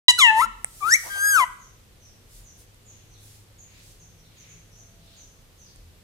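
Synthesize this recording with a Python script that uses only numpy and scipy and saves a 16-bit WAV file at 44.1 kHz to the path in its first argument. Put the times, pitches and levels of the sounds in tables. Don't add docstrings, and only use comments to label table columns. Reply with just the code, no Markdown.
import sys
import numpy as np
from scipy import signal
from scipy.fft import rfft, irfft
from scipy.io import wavfile

SR = 44100
rng = np.random.default_rng(int(sys.argv[2]) if len(sys.argv) > 2 else 0)


def to_wav(s):
    ch = np.atleast_2d(s).T
    pcm = np.round(np.clip(ch, -1, 1) * 32767)
    wavfile.write(sys.argv[1], SR, pcm.astype(np.int16))


N = 266143
T = np.arange(N) / SR
F = np.maximum(np.arange(N // 2 + 1) * SR / N, 1)

# time in seconds, pitch in Hz, fundamental in dB,
# mouth resonance in Hz, overtones at that resonance in dB, treble partials in dB.
WHISTLES = [
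    [(0.02, 982.4, -25.5, 3400, -7, -20.5), (0.083, 980.7, -21, 3813, -7, -28),
     (0.092, 985.6, -24.5, 3789, -9.5, -27), (0.1, 1012, -28, 3742, -12.5, -24),
     (0.108, 959, -27.5, 3497, -16, -21.5), (0.116, 955, -35.5, 3120, -22.5, -39.5),
     (0.122, 885, -56, 3000, -43.5, -53)],
    [(0.177, 1462, -47, 3194, -55.5, -71), (0.185, 1462, -27, 3300, -33, -54),
     (0.19, 1394, -20, 4000, -17, -33), (0.205, 1204, -23.5, 3285, -17, -28),
     (0.222, 1080, -21.5, 2550, -10.5, -28), (0.24, 998, -23, 2400, -8, -35.5),
     (0.27, 913, -22, 2310, -11.5, -44.5), (0.305, 869, -20.5, 2050, -11.5, -55.5),
     (0.32, 881, -21, 2030, -24.5, -60), (0.36, 875.6, -20.5, 2050, -24.5, -55.5),
     (0.39, 905, -16, 1950, -24.5, -50.5), (0.405, 992, -16, 1950, -21.5, -51.5),
     (0.415, 1088, -17.5, 1950, -22, -49.5), (0.423, 1311, -16, 3400, -39.5, -50),
     (0.445, 1364, -16.5, 3100, -43.5, -44), (0.458, 1361, -43.5, 3200, -59.5, -63)],
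    [(0.805, 1234, -45.5, 2500, -64.5, -73.5), (0.83, 1144, -24.5, 2200, -36.5, -64.5),
     (0.885, 1386, -19.5, 3210, -47.5, -54), (0.904, 1559, -23, 6287, -32.5, -51.5),
     (0.918, 1765, -19, 5400, -23, -32.5), (0.93, 1870, -12, 5675, -19, -27.5),
     (0.94, 1987, -14, 5850, -11.5, -26), (0.957, 2286, -15.5, 6900, -37, -46),
     (0.975, 2200, -41.5, 6500, -56, -61.5)],
    [(1.085, 1550, -56, 3180, -65.5, -62), (1.105, 1600, -33.5, 3160, -47, -69),
     (1.19, 1580, -27, 3100, -42.5, -41.5), (1.25, 1636, -18.5, 3220, -49, -32.5),
     (1.3, 1644, -19.5, 3200, -45.5, -28.5), (1.33, 1606, -19.5, 3100, -35.5, -30.5),
     (1.36, 1487, -13.5, 2700, -40.5, -32), (1.385, 1263, -15, 2213, -28, -42),
     (1.41, 1057, -16, 2050, -24.5, -44), (1.44, 975, -19.5, 1850, -24, -55),
     (1.455, 994, -46.5, 1900, -59, -62.5)],
]
# slow membrane's starting rate in Hz, power of the pitch that it
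# follows, its lower sideband, upper sideband and own tone in relative dB, rasp in dB, jitter in radians
# per partial number, slope above the beak's upper corner in dB per octave.
ROUGHNESS = [(350, 0, -55, -55, -62, -21, .03, -20), (330, -.3, -54, -56, -54, -27, .1, -22),
             (395, -.3, -37, -48, -48, -29, .17, -9), (370, .4, -34, -44, -55, -31, .05, -4)]
# fade under, then over the resonance in dB per octave squared.
MOUTH_SKIRTS = [(9, 130), (44.7, 55), (57.5, 42), (50, 23)]
# frequency in Hz, gain in dB.
BEAK_RESPONSE = [(4500, 3), (6500, 0), (8200, 3), (10000, -2.5), (11500, 0), (13000, -8.5), (15500, -22)]
# frequency in Hz, relative density in dB.
BREATH_SPECTRUM = [(250, -16), (1200, -12), (3000, -0.5), (4800, -6.5), (6500, -7), (9000, 2), (12300, -4),
                   (13800, -17), (16000, -29.5)]
# middle and half length in seconds, level in dB.
AIR_PUFFS = [(0.074, 0.0083, -23), (0.131, .006, -39), (0.192, 0.008, -25), (0.211, .025, -38),
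             (0.41, 0.037, -31.5), (0.893, 0.026, -35.5), (0.958, 0.0047, -33), (1.17, .05, -42.5),
             (1.389, 0.038, -31.5)]
# start in seconds, peak at the beak in dB.
BEAK_CLICKS = [(0.6455, -8.5), (2.745, -43.5), (5.76, -39)]
# frequency in Hz, relative level in dB, 60 dB decay time in seconds.
BEAK_MODES = [(8400, 6.5, .0035), (2000, -5.5, 0.0044), (11340, -12, 0.0022), (750, -21, 0.0092)]
# frequency in Hz, left over right in dB, left's lead in
MIC_DIFFERENCES = [(500, 2, 0.2), (900, 5, 0.2), (1200, 11, 0.0), (1450, 12, -1.3), (1620, 8, -2.5),
                   (1760, 14, -1.8), (2000, 10, -2.4), (2300, 7, -2.9), (2900, 5, -3.3), (3500, 1, -4.4),
                   (4000, 0, -4.2), (4900, -3, -6.1), (5850, -1, -5.3), (6600, -1, -6.3), (8100, -6, -9.0),
                   (9800, -4, -11.2), (11400, -3, -10.5), (14000, 6, -13.8)]
# middle and half length in seconds, centre in Hz, level in dB.
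BRUSHES = [(0.681, .05, 7920, -68), (.8, 0.097, 7900, -79), (1.017, .25, 9400, -40.5),
           (2.368, 0.071, 8400, -52), (2.607, 0.036, 9900, -54.5), (3.257, 0.057, 9600, -55),
           (3.328, 0.096, 7000, -54.5), (3.884, 0.089, 6350, -54)]
# middle and half length in seconds, centre in Hz, level
# in dB.
FAR_CALLS = [(1.073, 0.027, 855, -39.5), (1.167, 0.022, 829, -44.5), (2.997, 0.14, 2954, -64.5),
             (3.769, 0.081, 2397, -58.5), (3.787, 0.075, 4270, -59), (4.409, .11, 3617, -61),
             (4.495, .14, 2370, -58), (5.147, 0.13, 3770, -57), (5.182, 0.027, 2400, -66),
             (5.694, 0.11, 3520, -65.5)]
# middle and half length in seconds, pitch in Hz, level in dB.
HAND_BUMPS = [(0.512, 0.11, 40.2, -48), (0.48, 0.034, 222, -53), (1.5, 0.0642, 39.3, -54),
              (2.399, 0.048, 40, -48.5), (5.815, 0.039, 41.9, -52), (5.874, 0.074, 81.6, -52)]
# start and length in seconds, starting pitch in Hz, fall in octaves
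# per second, level in dB.
FAR_CHIRPS = [(1.579, 0.087, 6974, 3.5, -50), (1.99, 0.11, 6450, 2.5, -51.5), (2.418, .11, 7170, 3.5, -49),
              (2.843, 0.094, 7410, 4, -47.5), (3.091, 0.064, 6300, 2, -53.5),
              (3.12, 0.076, 4340, 4.5, -54.5), (3.574, 0.061, 7040, 2.7, -45.5),
              (3.986, 0.058, 6880, 4.5, -48.5), (4.174, 0.043, 5950, 1.7, -56),
              (4.222, 0.063, 4600, 6.5, -58), (4.358, 0.073, 7060, 4.5, -48.5),
              (4.472, 0.067, 7020, 4, -47), (4.704, 0.067, 5660, -1.6, -52), (4.756, 0.073, 6890, 3.5, -48),
              (5.15, 0.09, 7060, 3.5, -46.5), (5.57, 0.087, 6670, 2.5, -49), (5.625, .1, 5616, 4.5, -55)]
# time in seconds, level in dB.
MOTOR_LEVELS = [(0.1, -67), (0.55, -72), (0.8, -59.5), (1.4, -67), (2.3, -62.5), (3.3, -54.5), (3.7, -60),
                (4.82, -58), (5.5, -71), (6.03, -67)]
# middle and half length in seconds, centre and width in Hz, level in dB.
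PASSING_HUMS = [(4.5, 0.77, 162, 11.4, -62), (5.0, 0.24, 195, 7.3, -65.5)]
# frequency in Hz, relative density in dB.
TOWN_SPECTRUM = [(15, -31.5), (24, -4), (33, -4.5), (40, -1), (55, -8.5), (80, -5.5), (120, -9), (277, -19),
                 (489, -19), (624, -23.5), (936, -26.5), (3620, -27.5), (5280, -30), (14800, -34.5),
                 (16000, -56)]
# frequency in Hz, correlation from -1 to 1.
TOWN_LIKENESS = [(30, .8), (60, .88), (130, .9), (290, .65), (640, .41), (1410, -.1), (3100, .02),
                 (15000, .02)]

BEAK_LOW_HZ, BEAK_HIGH_HZ = 5940, 7900
BEAK_LOW_DB_PER_OCTAVE, PARTIAL_WAVER_DB = -35.5, 1.5
LEAK_DB = -35.5
OPEN_S, TOP_HZ = .0824, 15700


def undb(db):
    return 10 ** (np.asarray(db) / 20)


def unit(x):
    return x / np.sqrt(np.mean(x ** 2))


def along(table, hz, column=1):
    table = np.array(table, float)
    return np.interp(np.log(hz), np.log(table[:, 0]), table[:, column])


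def noise(gain, channels=2):
    return unit(irfft(rfft(rng.standard_normal((channels, N))) * gain, N))


def peak(hz, width_hz):
    return 1 / (1 + ((F - hz ** 2 / F) / width_hz) ** 2)


def swell(middle, half):
    return np.exp(-((T - middle) / half) ** 2)


def parakeet_whistles():
    tone, breath = np.zeros(N), np.zeros(N)
    flutter = noise(peak(90, 230), channels=1)[0]
    shimmer = noise(peak(250, 900), channels=1)[0]
    waver = noise(peak(15, 40), channels=15)
    puffs = sum(undb(db) * swell(s, half) for s, half, db in AIR_PUFFS)
    for rows, (under_db, over_db), roughness in zip(WHISTLES, MOUTH_SKIRTS, ROUGHNESS):
        slow_hz, follow, lower_db, upper_db, slow_db, rasp_db, jitter, slope_db = roughness
        times, *columns = np.transpose(rows)
        span = slice(int(times[0] * SR), int((times[-1] + .004) * SR))
        t = T[span]
        hz, level_db, mouth_hz, mouth_db, treble_db = (np.interp(t, times, c) for c in columns)
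        phase = 2 * np.pi * np.cumsum(hz) / SR
        slow = 2 * np.pi * np.cumsum(slow_hz * (hz / hz[0]) ** follow) / SR
        sidebands = undb(lower_db) * np.sin(phase - slow) + undb(upper_db) * np.sin(phase + slow)
        membrane = sidebands + undb(slow_db) * np.sin(slow)
        voice = undb(level_db) * np.sin(phase) + undb(.5 * level_db) * membrane
        for k in range(2, 17):
            partial_hz = k * hz
            skirt_db = np.where(partial_hz < mouth_hz, under_db, over_db)
            overtone_db = mouth_db - skirt_db * np.log2(partial_hz / mouth_hz) ** 2
            voice += undb(overtone_db) * np.sin(k * phase + k * k)
            beak_db = treble_db + along(BEAK_RESPONSE, partial_hz)
            beak_db += slope_db * np.log2(np.maximum(partial_hz / BEAK_HIGH_HZ, 1))
            beak_db += BEAK_LOW_DB_PER_OCTAVE * np.log2(np.maximum(BEAK_LOW_HZ / partial_hz, 1))
            beak_db += PARTIAL_WAVER_DB * waver[k - 2, span]
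            jittered = k * (phase + jitter * flutter[span])
            voice += (partial_hz < TOP_HZ) * undb(beak_db) * np.cos(jittered + k * k)
        rasp = 1 + undb(rasp_db) * shimmer[span]
        fade = np.clip(np.minimum(t - t[0], t[-1] - t) / .001, 0, 1)
        tone[span] += np.sqrt(2) * voice * fade * rasp
        breath[span] += (puffs[span] + undb(level_db + LEAK_DB)) * fade
    return tone, breath * noise(undb(along(BREATH_SPECTRUM, F)), channels=1)[0]


def beak_clicks():
    out = np.zeros(N)
    t = np.arange(SR // 20) / SR
    ring = sum(undb(db - 60 * t / t60) * np.sin(2 * np.pi * hz * t) for hz, db, t60 in BEAK_MODES)
    ring *= np.clip(t / .0005, 0, 1)
    for s, db in BEAK_CLICKS:
        start = int(s * SR)
        out[start:start + len(t)] += undb(db) * ring / np.abs(ring).max()
    return out


def at_microphones(x):
    ratio = undb(along(MIC_DIFFERENCES, F))
    lead = np.exp(.5j * along(MIC_DIFFERENCES, F, column=2))
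    left_right = np.array([ratio * lead, 1 / lead]) * np.sqrt(2 / (1 + ratio ** 2))
    return irfft(rfft(x) * left_right, N)


def wall_echo(x, t60, treble_t60, build_s):
    t = np.arange(SR) / SR
    white = rng.standard_normal((2, SR))
    low = signal.lfilter(*signal.butter(2, 3000, fs=SR), white)
    tail = low * undb(-60 * t / t60) + (white - low) * undb(-60 * t / treble_t60)
    tail *= np.clip(t / build_s, 0, 1) ** 2
    tail /= np.sqrt(np.sum(tail ** 2) / 2)
    return signal.fftconvolve(np.atleast_2d(x), tail, axes=1)[:, :N]


def rustles():
    grain = undb(.73 * noise(peak(200, 600)))
    rolloff = 1 + (F / 13660) ** 8
    brush = sum(undb(db) * swell(s, half) * noise(np.sqrt(peak(hz, 1.15 * hz) / rolloff))
                for s, half, hz, db in BRUSHES)
    hush = sum(undb(db) * swell(s, half) * noise(np.sqrt(peak(hz, .31 * hz)))
               for s, half, hz, db in FAR_CALLS)
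    return (brush + hush) * grain


def handling():
    return sum(undb(db) * swell(s, half) * np.sqrt(2) * np.sin(2 * np.pi * hz * (T - s))
               for s, half, hz, db in HAND_BUMPS)


def far_bird():
    trill_hz, trill_depth_hz, ragged_db, direct_db = 55.45, 338, 2, -8.5
    out = np.zeros(N)
    for s, length, start_hz, fall, db in FAR_CHIRPS:
        t = np.arange(int(length * SR)) / SR
        hz = start_hz * 2 ** (-fall * t) + trill_depth_hz * np.sin(2 * np.pi * trill_hz * t)
        arch = np.sin(np.pi * t / length)
        start = int(s * SR)
        out[start:start + len(t)] += undb(db) * arch * np.sin(2 * np.pi * np.cumsum(hz) / SR)
    out *= undb(ragged_db * noise(peak(60, 110), channels=1)[0])
    return undb(direct_db) * out + wall_echo(out, t60=.59, treble_t60=.59, build_s=.0008)


def motor():
    hz = 104 + 1.8 * noise(peak(7.7, 8), channels=1)[0]
    level = undb(np.interp(T, *np.transpose(MOTOR_LEVELS)))
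    return level * np.sqrt(2) * np.sin(2 * np.pi * np.cumsum(hz) / SR)


def far_hums():
    hums = sum(undb(db) * swell(s, half) * noise(peak(hz, width), channels=1)
               for s, half, hz, width, db in PASSING_HUMS)
    middle_s, tone_hz, glide_hz_per_s = 5.03, 672, -30
    t = T - middle_s
    tone = np.sin(2 * np.pi * (tone_hz + .5 * glide_hz_per_s * t) * t)
    return hums + undb(-67) * swell(middle_s, half=.33) * tone


def town():
    likeness = along(TOWN_LIKENESS, F)
    spectra = rfft(rng.standard_normal((2, N))) * undb(along(TOWN_SPECTRUM, F))
    mid, side = spectra * np.sqrt([1 + likeness, 1 - likeness])
    return undb(-54) * unit(irfft(np.array([mid + side, mid - side]), N))


def scene():
    tone, breath = parakeet_whistles()
    clicks = beak_clicks()
    to_walls = tone + undb(-5.5) * clicks
    corner = undb(-16.5) * wall_echo(to_walls, t60=.18, treble_t60=.18, build_s=.0075)
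    yard = undb(-18) * wall_echo(to_walls, t60=.58, treble_t60=.63, build_s=.0117)
    parakeet = at_microphones(tone + clicks + breath) + corner + yard
    return parakeet + far_bird() + rustles() + handling() + town() + motor() + far_hums()


def record(dry):
    opened = dry * np.clip((T - OPEN_S) / .0005, 0, 1)
    knee, headroom = .6, .3
    squeezed = knee + headroom * np.tanh((np.abs(opened) - knee) / headroom)
    rounded = np.where(np.abs(opened) < knee, opened, np.sign(opened) * squeezed)
    return signal.sosfilt(signal.ellip(8, .2, 70, TOP_HZ, fs=SR, output="sos"), rounded)


dry = scene()
out = record(dry)
to_wav(out)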